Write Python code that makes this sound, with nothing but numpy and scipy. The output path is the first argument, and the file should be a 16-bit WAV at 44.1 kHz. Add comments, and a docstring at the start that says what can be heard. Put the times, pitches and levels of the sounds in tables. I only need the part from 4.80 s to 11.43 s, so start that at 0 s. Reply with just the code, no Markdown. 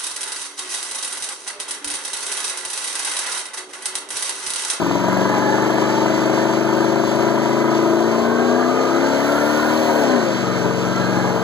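"""Pickup burnout in a car park

A V8 pickup, some way off across open asphalt, labours against its brakes, revs up, then eases.
The exhaust lopes at the firing cycle and rasps with every puff; the spinning rear tyres squeal and hiss.
Heard through a close pair of microphone ports of opposite polarity, which makes the sound wide."""
import sys
import numpy as np
from scipy import signal
from scipy.fft import rfft, irfft, next_fast_len
from scipy.io import wavfile
from scipy.ndimage import uniform_filter1d, map_coordinates

SR = 44100
rng = np.random.default_rng(int(sys.argv[2]) if len(sys.argv) > 2 else 0)


def generate_wav(sig):
    """Save sig (samples, or channels by samples) to the path in sys.argv[1] as 16-bit PCM at SR."""
    pcm = np.round(np.clip(np.atleast_2d(sig).T, -1, 1) * 32767).astype(np.int16)
    wavfile.write(sys.argv[1], SR, pcm)


N = 292383
TIME = np.arange(N) / SR


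def amp(db):
    """Decibels to gain."""
    return 10 ** (np.asarray(db) / 20)


def unit(x):
    """Scale to rms 1."""
    return x / np.sqrt(np.mean(x ** 2) + 1e-20)


def along(rows, hz, column=1):
    """One column of a table, read on a log-frequency axis."""
    columns = np.transpose(rows)
    return np.interp(np.log(hz + 1), np.log(columns[0]), columns[column])


def curves(rows):
    """One value per sample for each column after the time."""
    seconds, *columns = np.transpose(rows)
    return [np.interp(TIME, seconds, column) for column in columns]


def wobble(rate):
    """A smooth random curve, rate knots a second."""
    knots = rng.standard_normal(int(N * rate / SR) + 4)
    coarse = TIME[::16]
    return np.interp(TIME, coarse, map_coordinates(knots, [coarse * rate]))


def filtered(x, response):
    """x times a complex response of frequency."""
    size = next_fast_len(N + SR // 4)
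    return irfft(rfft(x, size) * response(np.fft.rfftfreq(size, 1 / SR)), size)[..., :N]


def noise(spectrum, envelope=1):
    """Noise of rms 1, shaped by the envelope and then coloured by the spectrum."""
    return unit(filtered(envelope * rng.standard_normal(N), lambda hz: amp(along(spectrum, hz))))


# How the engine is driven. Each row: time in seconds, then shares of labouring, climbing and revving.
THROTTLE = [(2.9, 0.95, 0, 0.03), (3.6, 0.05, 0.97, 0.09), (3.95, 0, 0.97, 0), (4.5, 0.01, 0, 0.96),
            (5.25, 0.04, 0, 1), (5.55, 0, 0, 0)]
def drive():
    """Shares of labouring, climbing and revving per sample; the rest, fourth, is easing off."""
    held = np.clip(curves(THROTTLE), 0, 1)
    return np.vstack([held, 1 - held.sum(axis=0)])


def overrun(speed, full_fall_hz_per_s=30):
    """How fast the engine is running down with its throttle shut, 0-1."""
    falling = -np.gradient(speed) * SR
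    return np.clip(uniform_filter1d(falling, size=SR // 10) / full_fall_hz_per_s, 0, 1)


# The engine's pace. Each row: time in seconds, four-stroke cycles a second.
ENGINE_SPEED = [(0, 21.93), (0.12, 22.54), (0.3, 23.21), (0.48, 23.9), (0.68, 24.7), (0.85, 25.16),
                (1.4, 25.2), (2, 25.82), (2.3, 25.95), (2.9, 27.21), (3.3, 28.33), (3.9, 31.56),
                (4.2, 34.01), (4.8, 38.07), (5, 39.44), (5.1, 38.74), (5.21, 36.68), (5.34, 31.31),
                (5.46, 26.24), (5.65, 23.17), (5.85, 22.29), (6.22, 23.34), (6.45, 22.63)]
def crank(start_cycles=0.19, hunt_cycles=0.009):
    """Engine speed and cycles completed; without load the crank hunts about its even pace."""
    speed, = curves(ENGINE_SPEED)
    unloaded = drive()[-1] + overrun(speed)
    return speed, start_cycles + np.cumsum(speed) / SR + hunt_cycles * unloaded * wobble(22)


# Puffs in firing order, uneven between the banks. 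Each row: size in dB, lateness in firing intervals.
PUFFS = [(.3, .03), (.2, -.1), (0, .05), (.1, -.22), (-1.9, .11), (-1.7, -.02), (-4, .21), (4.3, -.23)]
def lope_phase(order, eased):
    """The firing pattern lines the exhaust orders up into a lope once a cycle."""
    size_db, late = np.transpose(PUFFS)
    count = len(PUFFS)
    place = (np.arange(count) + late) / count
    firing = np.angle(np.sum(amp(size_db) * np.exp(-2j * np.pi * order * place)))
    # the muffler spreads each puff out, in a way that changes with the throttle
    spread = (0.42 - 0.34 * eased) * (order - count) ** 2 / count
    return firing + spread


# Brief exhaust blares. Each row: middle and half length in seconds, pitch in Hz, boost in dB.
BLARES = [(0.114, 0.076, 292, 4.5), (0.377, 0.13, 185.8, 5.5), (3.16, 0.15, 332, 5), (4.18, 0.098, 337, 6),
          (4.55, 0.078, 589.4, 7), (4.767, .08, 680, 5), (5.336, 0.079, 256, 6.5)]
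def blare_db(hz, width_hz=40):
    """Extra level of an exhaust order as it passes through a blare."""
    coarse_s, coarse_hz = TIME[::64], hz[::64]
    boost = sum(db * np.exp(-((coarse_s - middle) / half) ** 2 - ((coarse_hz - pitch) / width_hz) ** 2)
                for middle, half, pitch, db in BLARES)
    return np.interp(TIME, coarse_s, boost)


# Exhaust harmonics ahead of the pipe. Each row: multiple of the cycle rate, then level in dB
# when labouring, climbing, revving and eased off.
EXHAUST_ORDERS = [(3, -33, -46.0, -36.5, -15), (4, -39, -33.5, -31, -35), (5, -28, -35.5, -36.0, -26),
                  (6, -32, -27.5, -19, -27.5), (7, -42, -26, -23.5, -40), (8, -17.0, -15.5, -19, -14.5),
                  (9, -23, -55, -40, -30.5), (10, -26.5, -29, -30.5, -24.0), (11, -32.5, -28.5, -48, -28.5),
                  (12, -24, -35.5, -31, -42), (13, -26.5, -31, -30, -30), (14, -36.5, -27, -34, -31),
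                  (15, -30, -29.5, -36.5, -36.5), (16, -31.5, -30.5, -38, -37.5),
                  (17, -39, -55, -43, -42.5), (18, -34, -36.5, -35, -33.5), (19, -40.0, -49, -42, -40),
                  (20, -42, -39, -43, -30), (21, -37.0, -42, -42.5, -34), (22, -39.5, -41.5, -46, -42),
                  (23, -41.5, -36.5, -42, -39), (24, -45.0, -52.5, -35.5, -43.5),
                  (25, -43.5, -37, -38.5, -39), (26, -42, -36, -41, -41)]
# Resonances of the exhaust pipe. Each row: frequency in Hz, gain in dB.
PIPE_RESONANCES = [(70, -38), (115, -4.5), (135, -2), (160, -6.9), (180, -9), (192, -9.5), (205, -11),
                   (225, -7.5), (245, -1.5), (265, -7.5), (285, -2.4), (300, -0.7), (315, -1.6), (335, 6.5),
                   (355, 3), (375, 1.7), (395, 6.5), (420, 0.2), (450, 5), (487, -9.5), (520, 6),
                   (545, 8.5), (580, 7.5), (620, 5), (675, 10), (740, 3.8), (850, 2.7), (1000, 5)]
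def exhaust_note(speed, cycles, flutter_hz=400, rolloff_hz=900, flare_db=3, sag_db=-4, misfire_db=1.5):
    """The orders of the uneven puff train, coloured by the pipe; high ones flutter most."""
    shares, coasting = drive(), overrun(speed)
    free, eased = 1 - shares[0], shares[-1]
    # combustion is even under heavy load, rough once the engine runs free, ragged on the overrun
    ragged = 0.071 + 0.086 * free + 0.31 * coasting
    note = np.zeros(N)
    for order, *levels_db in EXHAUST_ORDERS:
        hz = order * speed
        db = np.dot(levels_db, shares) + along(PIPE_RESONANCES, hz) + blare_db(hz)
        # the upper orders flare as the throttle shuts, then the whole note sags
        db += coasting * (flare_db * (order > len(PUFFS)) + sag_db * eased)
        db += (1 + 0.48 * free) * hz / flutter_hz * wobble(8)  # slow drift
        phase = 2 * np.pi * order * cycles + lope_phase(order, eased)
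        rough = ragged * (hz / flutter_hz) ** 2
        tone = (1 + rough * wobble(30)) * np.cos(phase) + rough * wobble(30) * np.sin(phase)
        tone /= np.sqrt(0.5 + rough ** 2)
        note += amp(db) * tone / np.sqrt(1 + (hz / rolloff_hz) ** 8)  # high orders give way to the rasp
    # off the throttle no two puffs are equally strong
    return note * amp(misfire_db * eased * wobble(70))


# Turbulence at the tail pipe. Each row: frequency in Hz, relative level in dB.
RASP_SPECTRUM = [(30, -24), (100, -10.5), (200, -9), (340, -2), (430, -1.5), (490, -9), (560, 0.5),
                 (680, 6.5), (780, -2), (990, 2.5), (1090, -7), (1220, -3), (1700, -23), (3000, -37.5)]
def exhaust_rasp(note, speed, overrun_db=-1, unsteady_db=0.9):
    """Every pressure pulse tears a burst of turbulence from the pipe; the level follows the throttle."""
    throttle_db = np.dot([-22.5, -23.5, -23.5, -24], drive())  # labouring, climbing, revving, eased
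    level = amp(throttle_db + overrun_db * overrun(speed) + unsteady_db * wobble(6))
    pulse_power = uniform_filter1d(note ** 2, size=SR // 250)
    mean_power = uniform_filter1d(note ** 2, size=SR // 8)
    pulses = np.sqrt(np.abs(pulse_power / mean_power))
    return level * noise(RASP_SPECTRUM, envelope=1 + pulses)


def bark(cycles, contrast_db=8.5, at_cycles=0.68, width_cycles=0.09):
    """Under load the strongest puff barks once a cycle: a gain of rms 1 for the rasp."""
    offset = (cycles - at_cycles + 0.5) % 1 - 0.5
    labouring = drive()[0]
    gain = amp(contrast_db * labouring * np.exp(-(offset / width_cycles) ** 2))
    return gain / np.sqrt(uniform_filter1d(gain ** 2, size=SR // 4))


# Scrub and hiss of rubber on asphalt. Each row: frequency in Hz, relative level in dB.
SCRUB_SPECTRUM = [(100, -60), (600, -12), (1100, 0.5), (1400, 0.5), (1680, -1.5), (1790, -4.5),
                  (2100, -6.5), (2900, -13.5), (3700, -22.5), (6000, -37)]
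HISS_SPECTRUM = [(1500, -11), (2800, 3.5), (3300, 4.5), (3750, -1), (4050, 6), (4200, -2.5), (4400, 3.5),
                 (5500, -3.5), (6050, 4.5), (6600, -3), (7600, -3.5), (8900, -15.5), (11000, -19.5),
                 (13000, -18), (15500, -24)]
# How hard the tyres rub. Each row: time in seconds, gain in dB.
TYRE_FRICTION = [(0, 0.5), (.4, 1.5), (1.6, 3), (1.8, 0.5), (2.7, 1.3), (3, 0), (3.9, 0), (4.2, 3),
                 (5.15, 3.5), (5.9, 0.5), (6.3, 1), (6.63, -1)]
def tyre_noise(scrub_db=-31.5, hiss_db=-36.5, patchy_db=2, grit_db=1.1):
    """Rubber scrubs over the asphalt in shifting patches and grinds out a gritty hiss."""
    spectrogram = signal.stft(noise(SCRUB_SPECTRUM), nperseg=1024)[2]
    patches = uniform_filter1d(rng.standard_normal(spectrogram.shape), size=4, axis=0)
    patches = unit(uniform_filter1d(patches, size=7, axis=1))
    scrub = unit(signal.istft(spectrogram * amp(patchy_db * patches))[1][:N])
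    hiss = noise(HISS_SPECTRUM) * amp(grit_db * wobble(300) + 0.93 * wobble(14))
    friction_db, = curves(TYRE_FRICTION)
    return amp(friction_db) * (amp(scrub_db) * scrub + amp(hiss_db) * hiss)


# A thin metallic ring from the truck. Each row: time in seconds, level in dB.
RING_LEVEL = [(3.3, -51), (3.7, -49), (4.5, -46), (5.1, -43), (5.6, -44), (6, -53), (6.2, -42), (6.6, -50)]
def brake_ring(ring_hz=4225, width_hz=130):
    """Rubbing keeps one narrow metal resonance ringing, probably in the dragging rear brakes."""
    level_db, = curves(RING_LEVEL)
    resonance = lambda hz: 1 / (1 + (2 * (hz - ring_hz) / width_hz) ** 2)
    return amp(level_db) * unit(filtered(rng.standard_normal(N), resonance))


def tread(base_hz, squeal_cycles_per_turn=174):
    """Unevenness of the tread, rms 1: the same few patches come round with every turn of the wheel."""
    turns = np.cumsum(base_hz) / SR / squeal_cycles_per_turn
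    return unit(sum(np.cos(2 * np.pi * (per_turn * turns + rng.random())) for per_turn in range(3, 9)))


def squeal(hz, patches, patch_db=2, patch_bend=0.009, flicker_db=1.4, damping_hz=1750):
    """Tread sticks and slips: a wavering tone that chatters as the patches pass."""
    waver = (0.018 * wobble(110) + 0.014 * wobble(400))[:len(hz)]
    phase = 2 * np.pi * np.cumsum(hz * (1 + waver + patch_bend * patches)) / SR
    grip = unit(amp(patch_db * patches + flicker_db * wobble(45.4)[:len(hz)]))
    # soft rubber damps the overtone as the pitch climbs
    overtone = amp(-10) / np.sqrt(1 + (2 * hz / damping_hz) ** 16)
    return grip * unit(np.sin(phase) + overtone * np.sin(2 * phase))


# Base pitch of the squeal, which follows wheel speed. Each row: time in seconds, pitch in Hz.
SQUEAL_PITCH = [(0, 800), (.6, 848), (1.18, 875), (2.05, 890), (2.4, 972), (3, 982), (3.4, 1045),
                (3.9, 1212), (4.12, 1248), (4.8, 1430), (5.4, 1570), (5.8, 1269), (6.3, 1360)]
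# The rear tyres bite and sing; rows at about 1.2-1.4 times the base pitch are the far tyre, others sing at
# other ratios. Each row: start and length in seconds, level in dB, ratio to the base pitch.
TREAD_BITES = [(0.1, .64, -27, 1.19), (.46, 0.52, -24, 1), (.25, .85, -35, 1.97), (.93, .3, -27, .98),
               (1.08, .22, -22.5, 1.02), (1.3, 0.85, -31, 1), (2.3, .9, -28, 1), (2.42, .3, -29, 1.01),
               (2.75, 0.49, -33, 1.26), (3.25, 0.67, -30, 0.99), (3.75, .52, -27, 1),
               (3.38, 0.55, -34, 1.41), (3.5, .38, -32, .69), (4.4, 0.59, -28, 1), (4.5, 0.52, -39, 1.27),
               (4.58, .42, -30, .71), (4.98, .32, -27, .635), (5.05, 0.4, -35, 0.98),
               (5.2, 0.27, -27, .665), (5.6, 0.2, -26.5, 0.92), (5.95, 0.38, -32, 1), (6.05, .5, -35, 1.2),
               (6.25, 0.41, -29, 0.61)]
def tyre_squeals(attack_s=0.097, release_s=0.14):
    """Each squeal swells, holds and lets go, at a pitch set by the spinning wheels."""
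    base_hz, = curves(SQUEAL_PITCH)
    patches = tread(base_hz)
    out = np.zeros(N)
    for start, length, db, ratio in TREAD_BITES:
        span = (TIME >= start) & (TIME < start + length)
        age = TIME[span] - start
        envelope = np.clip(np.minimum(age / attack_s, (length - age) / release_s), 0, 1)
        out[span] += amp(db) * envelope * squeal(ratio * base_hz[span], patches[span])
    return out


# The low end of the exhaust gas. Each row: frequency in Hz, relative level in dB.
RUMBLE_SPECTRUM = [(20, -24), (42, -13), (65, 3), (85, 1), (120, -7), (200, -20)]
def gas_rumble(speed, faint_db=-60, rise_db=21, onset_hz=33.4, full_hz=35.8):
    """Near full revs the rushing exhaust gas adds a low rumble."""
    flow = np.clip((speed - onset_hz) / (full_hz - onset_hz), 0, 1)
    return amp(faint_db + rise_db * flow) * noise(RUMBLE_SPECTRUM)


def surroundings(x, t60_s=0.26):
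    """Diffuse scatter from the ground, the bank and the trees around the car park."""
    age = TIME[:SR // 4]
    tail = rng.standard_normal(len(age)) * amp(-60 * age / t60_s)
    return signal.fftconvolve(x, tail / np.linalg.norm(tail))[:N]


# How alike the two microphone ports sound. Each row: frequency in Hz, likeness from 0 to 1.
PORT_LIKENESS = [(30, .8), (100, .98), (600, .96), (1300, .97), (2000, .92), (8000, .91)]
# The right port against the left. Each row: frequency in Hz, gain in dB, extra phase lag in radians.
RIGHT_PORT = [(40, -8, 0.58), (117, -5, 1.12), (250, -7, 1.7), (473, -8.5, 1.36), (493, -8, 0.074),
              (620, -4, 1.47), (764, -9, 0.67), (800, -2, 0.25), (925, -3.5, 0.62), (1280, -2, 0.3),
              (1560, 4.5, 0), (1770, 5.5, 0.82), (2770, 0.5, 0), (5900, 0.5, 0)]
def microphone_ports(left, lag_s=16 / SR):
    """The right port hears the truck later, inverted and in its own colour, with a little scatter."""
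    alike = lambda hz: along(PORT_LIKENESS, hz)
    direct = filtered(left, alike)
    scatter = filtered(surroundings(left), lambda hz: np.sqrt(1 - alike(hz) ** 2))
    phase_lag = lambda hz: 2 * np.pi * hz * lag_s + along(RIGHT_PORT, hz, column=2)
    response = lambda hz: -amp(along(RIGHT_PORT, hz)) * np.exp(-1j * phase_lag(hz))
    return np.array([left, filtered(direct + scatter, response)])


def scene():
    """Exhaust, tyres and brakes reach the microphone together from across the car park."""
    speed, cycles = crank()
    note = exhaust_note(speed, cycles)
    exhaust = note + bark(cycles) * exhaust_rasp(note, speed) + gas_rumble(speed)
    tyres = tyre_squeals() + tyre_noise()
    return microphone_ports(exhaust + tyres + brake_ring())


def record(dry, top_hz=15460):
    """The recorder keeps nothing above its band limit."""
    return filtered(dry, lambda hz: hz < top_hz)


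dry = scene()
out = record(dry)
generate_wav(out)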